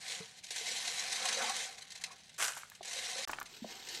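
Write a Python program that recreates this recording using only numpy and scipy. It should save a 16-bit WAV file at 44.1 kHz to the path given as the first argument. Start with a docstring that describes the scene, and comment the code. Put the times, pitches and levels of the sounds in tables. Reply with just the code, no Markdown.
"""In a quiet yard, hands scrub snail shells in a basin of water. Each contact excites a brief damped vibration,
and thousands merge into grinding, with single clacks; bubbles ring in the stirred water. A handful drops into a
woven basket and rattles to rest, and the scrubbing goes on. All sound drops out for a moment; then the basket
is close: a few shells tumble over the heap, with the scrubbing further off."""
import sys
import numpy as np
from scipy import signal
from scipy.fft import rfft, irfft, next_fast_len
from scipy.io import wavfile
from scipy.ndimage import uniform_filter1d, map_coordinates

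SR = 44100
rng = np.random.default_rng(int(sys.argv[2]) if len(sys.argv) > 2 else 0)


def digitize_waveform(pressure):
    """Quantize a signal to 16-bit integers and store it at the path in sys.argv[1].

    Rows of a 2-D input are taken as channels; values are limited to [-1, 1].
    """
    field = np.atleast_2d(pressure).T
    bounded = np.clip(field, -1, 1)
    quanta = np.round(bounded * 32767).astype(np.int16)
    wavfile.write(sys.argv[1], SR, quanta)


N = 176400
T = np.arange(N) / SR
TOP_HZ = 15850


def amp(db):
    """Decibels to amplitude ratio."""
    return 10 ** (np.asarray(db) / 20)


def unit(x):
    """Normalisation to rms 1."""
    return x / np.sqrt(np.mean(x ** 2) + 1e-20)


def decay(t, t60):
    """Exponential damping: 60 dB down at t60."""
    return 1000 ** (-t / t60)


def onset(t, attack):
    """First-order rise towards 1."""
    return 1 - np.exp(-t / attack)


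def level(rows, fade_s=0.0076):
    """Amplitude envelope through (time_s, level_db) points, fading to silence outside them."""
    s, db = np.transpose(rows)
    gate = np.interp(T, [s[0] - fade_s, s[0], s[-1], s[-1] + fade_s], [0, 1, 1, 0])
    return amp(np.interp(T, s, db)) * gate


def add(out, start_s, x):
    """Superposition of x on out from start_s."""
    i = max(round(start_s * SR), 0)
    out[i:i + len(x)] += x[:N - i]


def scatter(when, waves):
    """Superposition of short waves, each starting at its fraction of the duration."""
    samples = (when * N).astype(int)[:, None] + np.arange(waves.shape[1])
    return np.bincount(samples.ravel(), waves.ravel(), N)[:N]


def band_noise(low_hz, high_hz, size):
    """Band-passed white noise, rms 1."""
    band = signal.butter(2, [low_hz, high_hz], "band", fs=SR, output="sos")
    return unit(signal.sosfilt(band, rng.standard_normal(size)))


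def colour(x, points):
    """Minimum-phase filter of unit energy, shaped by (frequency_hz, gain_db) points."""
    size = 4096
    hz, db = np.transpose(points)
    gain_db = np.interp(np.log(np.fft.rfftfreq(size, 1 / SR) + 1), np.log(hz + 1), db)
    cepstrum = irfft(np.log(amp(gain_db)))
    cepstrum[1:size // 2] *= 2  # folding makes the response causal
    cepstrum[size // 2:] = 0
    response = irfft(np.exp(rfft(cepstrum)))
    return signal.fftconvolve(x, response / np.linalg.norm(response))[:N]


def echo(x, t60, wet_db):
    """Reverberation: dense, decaying reflections follow the direct sound; unit energy gain."""
    t = np.arange(SR // 2) / SR
    response = rng.standard_normal(len(t)) * decay(t, t60) * (t > 0.001)
    response *= amp(wet_db) / np.linalg.norm(response)
    response[0] = 1
    return signal.fftconvolve(x, response / np.linalg.norm(response))[:N]


def diffuse(clicks, t60=0.036, wet_db=6):
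    """Diffuse reflection: each click comes from another spot and gets its own tail off the vessel."""
    retained = decay(2 / SR, t60)  # share of energy left after one sample
    energy = signal.lfilter([1 - retained], [1, -retained], clicks ** 2)
    tail = np.sqrt(np.abs(energy)) * rng.standard_normal(N)
    return (clicks + amp(wet_db) * tail) / np.sqrt(1 + amp(wet_db) ** 2)


def contacts(count, t60, spread_db, clump_db, clump_hz):
    """Impact excitation: random contacts ring as damped sinusoids, loud in clumps; rms 1."""
    when, pitch, size, life = rng.random((count, 4)).T
    t = np.arange(SR // 200) / SR
    clumps = map_coordinates(rng.standard_normal(4000), [when * N / SR * clump_hz], order=1, mode="wrap")
    gain = amp(spread_db * np.minimum(-np.log(1 - size), 4) + clump_db * np.clip(clumps, -2, 2))
    rings = np.sin(2 * np.pi * TOP_HZ * pitch[:, None] * t) * decay(t, t60 * (.5 + life[:, None]))
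    return unit(scatter(when, gain[:, None] * rings))


def scrubbing():
    """Friction: shells rubbed together make dense trains of tiny impacts, near and then further off."""
    # one envelope per bout of scrubbing: time_s, level_db
    bouts = [
        [(0.0, -50), (0.11, -37.5), (0.148, -42), (0.34, -57), (0.385, -50), (0.42, -70)],
        [(0.52, -43.5), (0.556, -41), (0.562, -38), (0.644, -41), (0.67, -37), (1.222, -37.5), (1.262, -35),
         (1.644, -38.5), (1.7, -50)],
        [(2.87, -42), (2.95, -38), (3.05, -40), (3.246, -37)],
        [(3.49, -61), (3.562, -52.5), (3.584, -57.5), (3.646, -60.5), (3.698, -50.5), (3.83, -52),
         (3.976, -45.5), (4.0, -49)],
    ]
    # loose shells moving between bouts: time_s, level_db
    lulls = [(0.42, -54), (0.5, -56.5), (1.7, -44.5), (1.8, -58.5), (1.9, -55), (2.0, -60.5), (2.06, -52.5),
             (2.2, -58), (2.37, -65.5), (2.8, -67), (2.87, -49)]
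    # spectrum of the near shells: frequency_hz, gain_db
    near_spectrum = [(180, -65), (300, -26.5), (469, -13.5), (518, -13.5), (573, -12), (785, -12.5),
                     (1020, -16), (1300, -23), (1500, -11.5), (1920, -1.5), (2950, -6), (4050, -0.5),
                     (5020, -6), (6000, -3.5), (8680, -9.5), (12000, -22), (14300, -67)]
    # spectrum of the distant shells: frequency_hz, gain_db
    far_spectrum = [(180, -15), (300, -6), (411, 6.5), (710, -7), (941, 3), (1040, -13.5), (1800, 1.5),
                    (4470, 4.5), (8390, -4), (10100, -28), (11500, -10), (15800, -22)]
    effort = np.max([level(rows) for rows in bouts[:3]], axis=0)
    grind = amp(-2.5) * effort * contacts(13000, t60=0.0034, spread_db=2, clump_db=1.23, clump_hz=140)
    loose = contacts(12000, t60=0.0033, spread_db=6.5, clump_db=3.5, clump_hz=86)
    loose *= level(lulls) * (effort == 0)
    far = contacts(14000, t60=0.0036, spread_db=-10.5, clump_db=2, clump_hz=160)
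    far *= amp(1.5) * level(bouts[3])
    near = colour(diffuse(grind + loose + slips() + clacks()), near_spectrum)
    distant = colour(diffuse(far), far_spectrum)
    return echo(wall(shifting(near + distant)), t60=0.026, wet_db=-12.5)


def shifting(x, depth_db=1.72):
    """Spectral modulation: resonances come and go as the shells change place."""
    spectra = signal.stft(x, nperseg=512)[2]
    patches = uniform_filter1d(rng.standard_normal(spectra.shape), size=4, axis=0)
    patches = uniform_filter1d(patches, size=7, axis=1)
    return signal.istft(spectra * unit(amp(depth_db * unit(patches))), nperseg=512)[1][:N]


def wall(x, delay_s=0.003877, reflection_db=-14.5):
    """Comb filtering: one early reflection off the hard surroundings makes the sound hollow."""
    reflection = amp(reflection_db) * np.pad(x, (round(delay_s * SR), 0))[:N]
    return (x + reflection) / np.sqrt(1 + amp(reflection_db) ** 2)


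def water(count=6000, low_hz=169, high_hz=3240, ring_cycles=9.4, rise=0.11, split_hz=1280):
    """Bubble resonance: trapped air rings and rises in pitch; small, high bubbles need hard churning."""
    # first stirring by the hands: time_s, level_db
    slosh = [(0.0, -66), (0.09, -55), (0.21, -55.5), (0.24, -62.5), (0.43, -79), (0.52, -65), (0.74, -52.5),
             (1.15, -50.5), (1.25, -42.5), (1.36, -46), (1.41, -38), (1.52, -44), (1.93, -71),
             (2.11, -54.5), (2.24, -79)]
    # one envelope per later stirring: time_s, level_db
    later_sloshes = [
        [(2.85, -58.5), (3.212, -48.5), (3.246, -56)],
        [(3.69, -57), (4.0, -68)],
    ]
    # spectrum of the bubbles: frequency_hz, gain_db
    spectrum = [(150, -17), (230, -10), (320, -31), (440, -8.5), (525, 1), (610, -9), (770, -3.5),
                (1050, -3.5), (1500, 3), (2500, 3), (5000, -47.5)]
    when, pitch, _ = rng.random((count, 3)).T
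    t = np.arange(SR // 25) / SR
    hz = low_hz * (high_hz / low_hz) ** pitch[:, None]
    cycles = hz * t
    glide = 1 + rise * np.minimum(cycles / ring_cycles, 2)
    rings = hz * np.sin(2 * np.pi * cycles * glide) * decay(cycles, ring_cycles) * onset(cycles, 1)
    bubbles = colour(scatter(when, rings), spectrum)
    bubbles = unit(basin(echo(bubbles, t60=0.12, wet_db=1.5)))
    stir = sum(level(rows) for rows in [slosh, *later_sloshes])
    treble_db = np.interp(stir, amp([-63, -28]), [-7, 0])  # from gentle to hard stirring
    large = signal.sosfiltfilt(signal.butter(4, split_hz, fs=SR, output="sos"), bubbles)
    small = (bubbles - large) * amp(treble_db)
    return amp(2.5) * stir * (large + small)


def basin(x):
    """Forced resonance: the modes of the filled basin add a hollow ring."""
    # basin modes: frequency_hz, bandwidth_hz, gain_db
    modes = [(242, 63, 4), (520, 19, 2), (748, 135, 3), (1063, 52, -6.5), (1496, 40, -5)]
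    size = next_fast_len(N + SR // 2)
    f = np.fft.rfftfreq(size, 1 / SR)
    ring = sum(amp(db) * 1j * f * width / (hz * hz - f * f + 1j * f * width) for hz, width, db in modes)
    return irfft(rfft(x, size) * (1 + ring), size)[:N]


def bumps(attack_cycles=0.99, thud_db=-14.5):
    """Soft impact: a slow blow on a vessel excites one low mode and a dull thud."""
    # blows on the vessels: start_s, level_db, pitch_hz, t60_s
    blows = [(0.201, -36, 174, 0.067), (0.204, -43, 448, 0.12), (2.808, -27.5, 690, 0.019),
             (3.276, -40, 55, .06), (3.62, -26.5, 227, 0.04), (3.6446, -21.5, 654, 0.013),
             (3.644, -41, 215, 0.11)]
    out, t = np.zeros(N), np.arange(SR // 4) / SR
    for start_s, db, hz, t60 in blows:
        thud = amp(thud_db) * band_noise(hz / 2, hz * 0.99, len(t)) * decay(t, t60=0.032)
        tone = np.sin(2 * np.pi * hz * t) * decay(t, t60)
        swell = 1 - np.exp(-(t * hz / attack_cycles) ** 2)
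        add(out, start_s, amp(db) * swell * (tone + thud))
    return out


def clacks(attack_s=0.00048):
    """Collision chain: a hard, bright snap runs through neighbouring shells."""
    # snaps in the basin: start_s, level_db, t60_s
    snaps = [(0.443, -45.5, 0.057), (0.485, -46, .03), (0.505, -34.5, 0.081), (0.56, -33.5, 0.038),
             (0.875, -31, 0.035), (1.125, -32, 0.057), (1.254, -26, 0.021), (1.286, -26.5, 0.045),
             (1.325, -28.5, 0.028), (1.494, -25.5, 0.023), (1.562, -31.5, 0.028), (2.011, -42.5, 0.054),
             (2.038, -24.5, 0.02), (2.293, -47.5, 0.027), (2.341, -44.5, 0.019), (2.75, -44, 0.029),
             (2.829, -36.5, 0.024), (2.854, -36, 0.027), (2.93, -34, 0.036), (3.456, -45.5, 0.07),
             (3.887, -36.5, 0.058), (3.946, -36.5, 0.046)]
    bursts, t = np.zeros(N), np.arange(SR // 10) / SR
    for start_s, db, t60 in snaps:
        add(bursts, start_s, amp(db) * decay(t, t60) * onset(t, attack_s))
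    clicks = contacts(30000, t60=0.00074, spread_db=2, clump_db=-1.5, clump_hz=300)
    return amp(2) * bursts * colour(clicks, [(2000, -11), (7000, 8)])


def gurgles(t60=0.066, attack_s=0.0024, rise_per_s=0.56):
    """Volume oscillation: a large air pocket rings, rising a little in pitch."""
    # air pockets: start_s, level_db, pitch_hz
    pockets = [(0.61, -44, 445), (0.715, -39.5, 506), (1.043, -40, 720), (1.256, -32, 746),
               (1.258, -33, 1050), (1.37, -31.5, 546), (1.388, -36.5, 516), (1.44, -30, 847),
               (1.489, -32, 1093), (1.498, -29, 780), (2.105, -46, 1076), (2.962, -39, 520),
               (2.985, -38, 520), (3.158, -37, 520), (3.19, -36.5, 530)]
    out, t = np.zeros(N), np.arange(SR // 8) / SR
    for start_s, db, hz in pockets:
        tone = np.sin(2 * np.pi * hz * t * (1 + rise_per_s * t))
        add(out, start_s, amp(db) * tone * decay(t, t60) * onset(t, attack_s))
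    return echo(out, t60=0.037, wet_db=-28.5)


def slips(swell_s=0.0059):
    """Sliding friction: a soft scrape swells and fades as wet shells pass each other."""
    # scrapes in the cupped hands: centre_s, level_db
    scrapes = [(1.785, -46), (1.822, -43), (1.921, -44), (1.958, -44), (2.118, -50)]
    push = sum(amp(db) * np.exp(-np.abs(T - centre_s) / swell_s) for centre_s, db in scrapes)
    return push * contacts(14000, t60=0.0029, spread_db=-2, clump_db=2.5, clump_hz=410)


def pour():
    """Inelastic collisions: the handful hails onto the heap in the basket and comes to rest."""
    # envelope of the landing: time_s, level_db
    landing = [(2.381, -43.5), (2.391, -42), (2.398, -35.5), (2.455, -34), (2.492, -39), (2.5, -42),
               (2.6, -51), (2.68, -62.5), (2.8, -72)]
    # spectrum of the basket's rattle: frequency_hz, gain_db
    spectrum = [(120, -25.5), (320, -20), (520, -5.5), (900, -5), (1450, 3.5), (2500, -2.5), (4700, -6),
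                (6200, -0.5), (8200, -2), (10000, -8.5), (12400, -11), (13900, -69)]
    hail = contacts(12000, t60=0.0013, spread_db=4, clump_db=1.7, clump_hz=130)
    hail *= level(landing, fade_s=0.00066)
    return colour(diffuse(hail, t60=0.052, wet_db=-0.5), spectrum)


def rim_ticks(t60=0.0063, attack_s=0.00031):
    """Brief contact, broad spectrum: a thin shell edge ticks brightly with almost no ring."""
    # edge strikes in the basket: start_s, peak_db
    strikes = [(2.396, -34), (2.589, -42.5), (2.608, -56), (2.6996, -36), (3.2755, -44), (3.283, -33.5),
               (3.3142, -30), (3.4006, -31.5), (3.41, -41.5), (3.429, -37)]
    # spectrum of a strike: frequency_hz, gain_db
    spectrum = [(500, -11), (2000, -9), (7000, 5), (10000, -5), (12500, 4), (15800, -4.5)]
    out, t = np.zeros(N), np.arange(SR // 40) / SR
    for start_s, db in strikes:
        tick = colour(rng.standard_normal(len(t)) * decay(t, t60) * onset(t, attack_s), spectrum)
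        add(out, start_s, amp(db) * tick / np.abs(tick).max())
    return out


def tumbles(log_spacing=0.27, tick_db=-6.5, attack_s=0.0011):
    """Modal ringing: a full shell hits the heap with a tick and three damped tones around its pitch."""
    # single shells landing: start_s, peak_db, pitch_hz
    impacts = [(2.41, -48, 1900), (2.461, -34.5, 1480), (2.534, -35, 3080), (2.569, -34.5, 1040),
               (2.633, -34.5, 1560), (2.717, -42.5, 1550), (3.2743, -33.5, 1160), (3.294, -26, 1010),
               (3.298, -29, 1270), (3.331, -29, 1217), (3.3327, -28.5, 2460), (3.339, -41, 1330),
               (3.3852, -30.5, 1500), (3.413, -30, 1240), (3.4173, -33.5, 1220)]
    out, t = np.zeros(N), np.arange(SR // 20) / SR
    for start_s, db, hz in impacts:
        modes_hz = hz * np.exp(log_spacing * (np.arange(-1, 2) + .15 * rng.standard_normal(3)))
        tones = np.sin(2 * np.pi * (modes_hz[:, None] * t + rng.random((3, 1))))
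        ring = np.array([.5, 1, .5]) @ tones * decay(t, t60=0.0089)
        tick = amp(tick_db) * band_noise(hz / 2, hz * 1.6, len(t)) * decay(t, t60=0.013)
        knock = (ring + tick) * onset(t, attack_s) ** 2
        add(out, start_s, amp(db) * knock / np.abs(knock).max())
    return echo(out, t60=0.087, wet_db=-13.5)


def settling(start_s=3.276, level_db=-47.5, fall_db_per_s=79):
    """Dissipation: small wet ticks die away exponentially as the close heap settles."""
    # spectrum of the wet ticks: frequency_hz, gain_db
    spectrum = [(200, 0.5), (1100, 6), (3000, -8), (7000, -2), (15000, -26)]
    ticks = contacts(6000, t60=0.0018, spread_db=2.5, clump_db=3, clump_hz=90)
    ticks = colour(diffuse(ticks, t60=0.026, wet_db=0.5), spectrum)
    age = T - start_s
    return ticks * (age > 0) * amp(level_db - fall_db_per_s * np.abs(age))


def scene():
    """Superposition: basin and basket share the yard's short reverberation over faint steady noise."""
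    # spectrum of the background air: frequency_hz, gain_db
    air_spectrum = [(15, -37), (25, 1.5), (172, 16), (335, -0.5), (450, 5.5), (1210, 0.5), (4040, 9),
                    (8320, -18)]
    washing = scrubbing() + water() + gurgles()
    basket = tumbles() + rim_ticks() + pour() + settling()
    sources = washing + basket + bumps()
    air = amp(-65) * colour(rng.standard_normal(N), air_spectrum)
    return (echo(sources, t60=0.15, wet_db=-12) + air)[None]


def record(dry, gap_start_s=3.252, gap_end_s=3.2755):
    """Gating and band limiting: all sound drops out briefly before the close basket; nothing passes TOP_HZ."""
    gated = dry * ((T < gap_start_s) | (T > gap_end_s))
    size = next_fast_len(N + SR // 2)
    passband = np.fft.rfftfreq(size, 1 / SR) < TOP_HZ
    return irfft(rfft(gated, size) * passband, size)[:, :N]


dry = scene()
out = record(dry)
digitize_waveform(out)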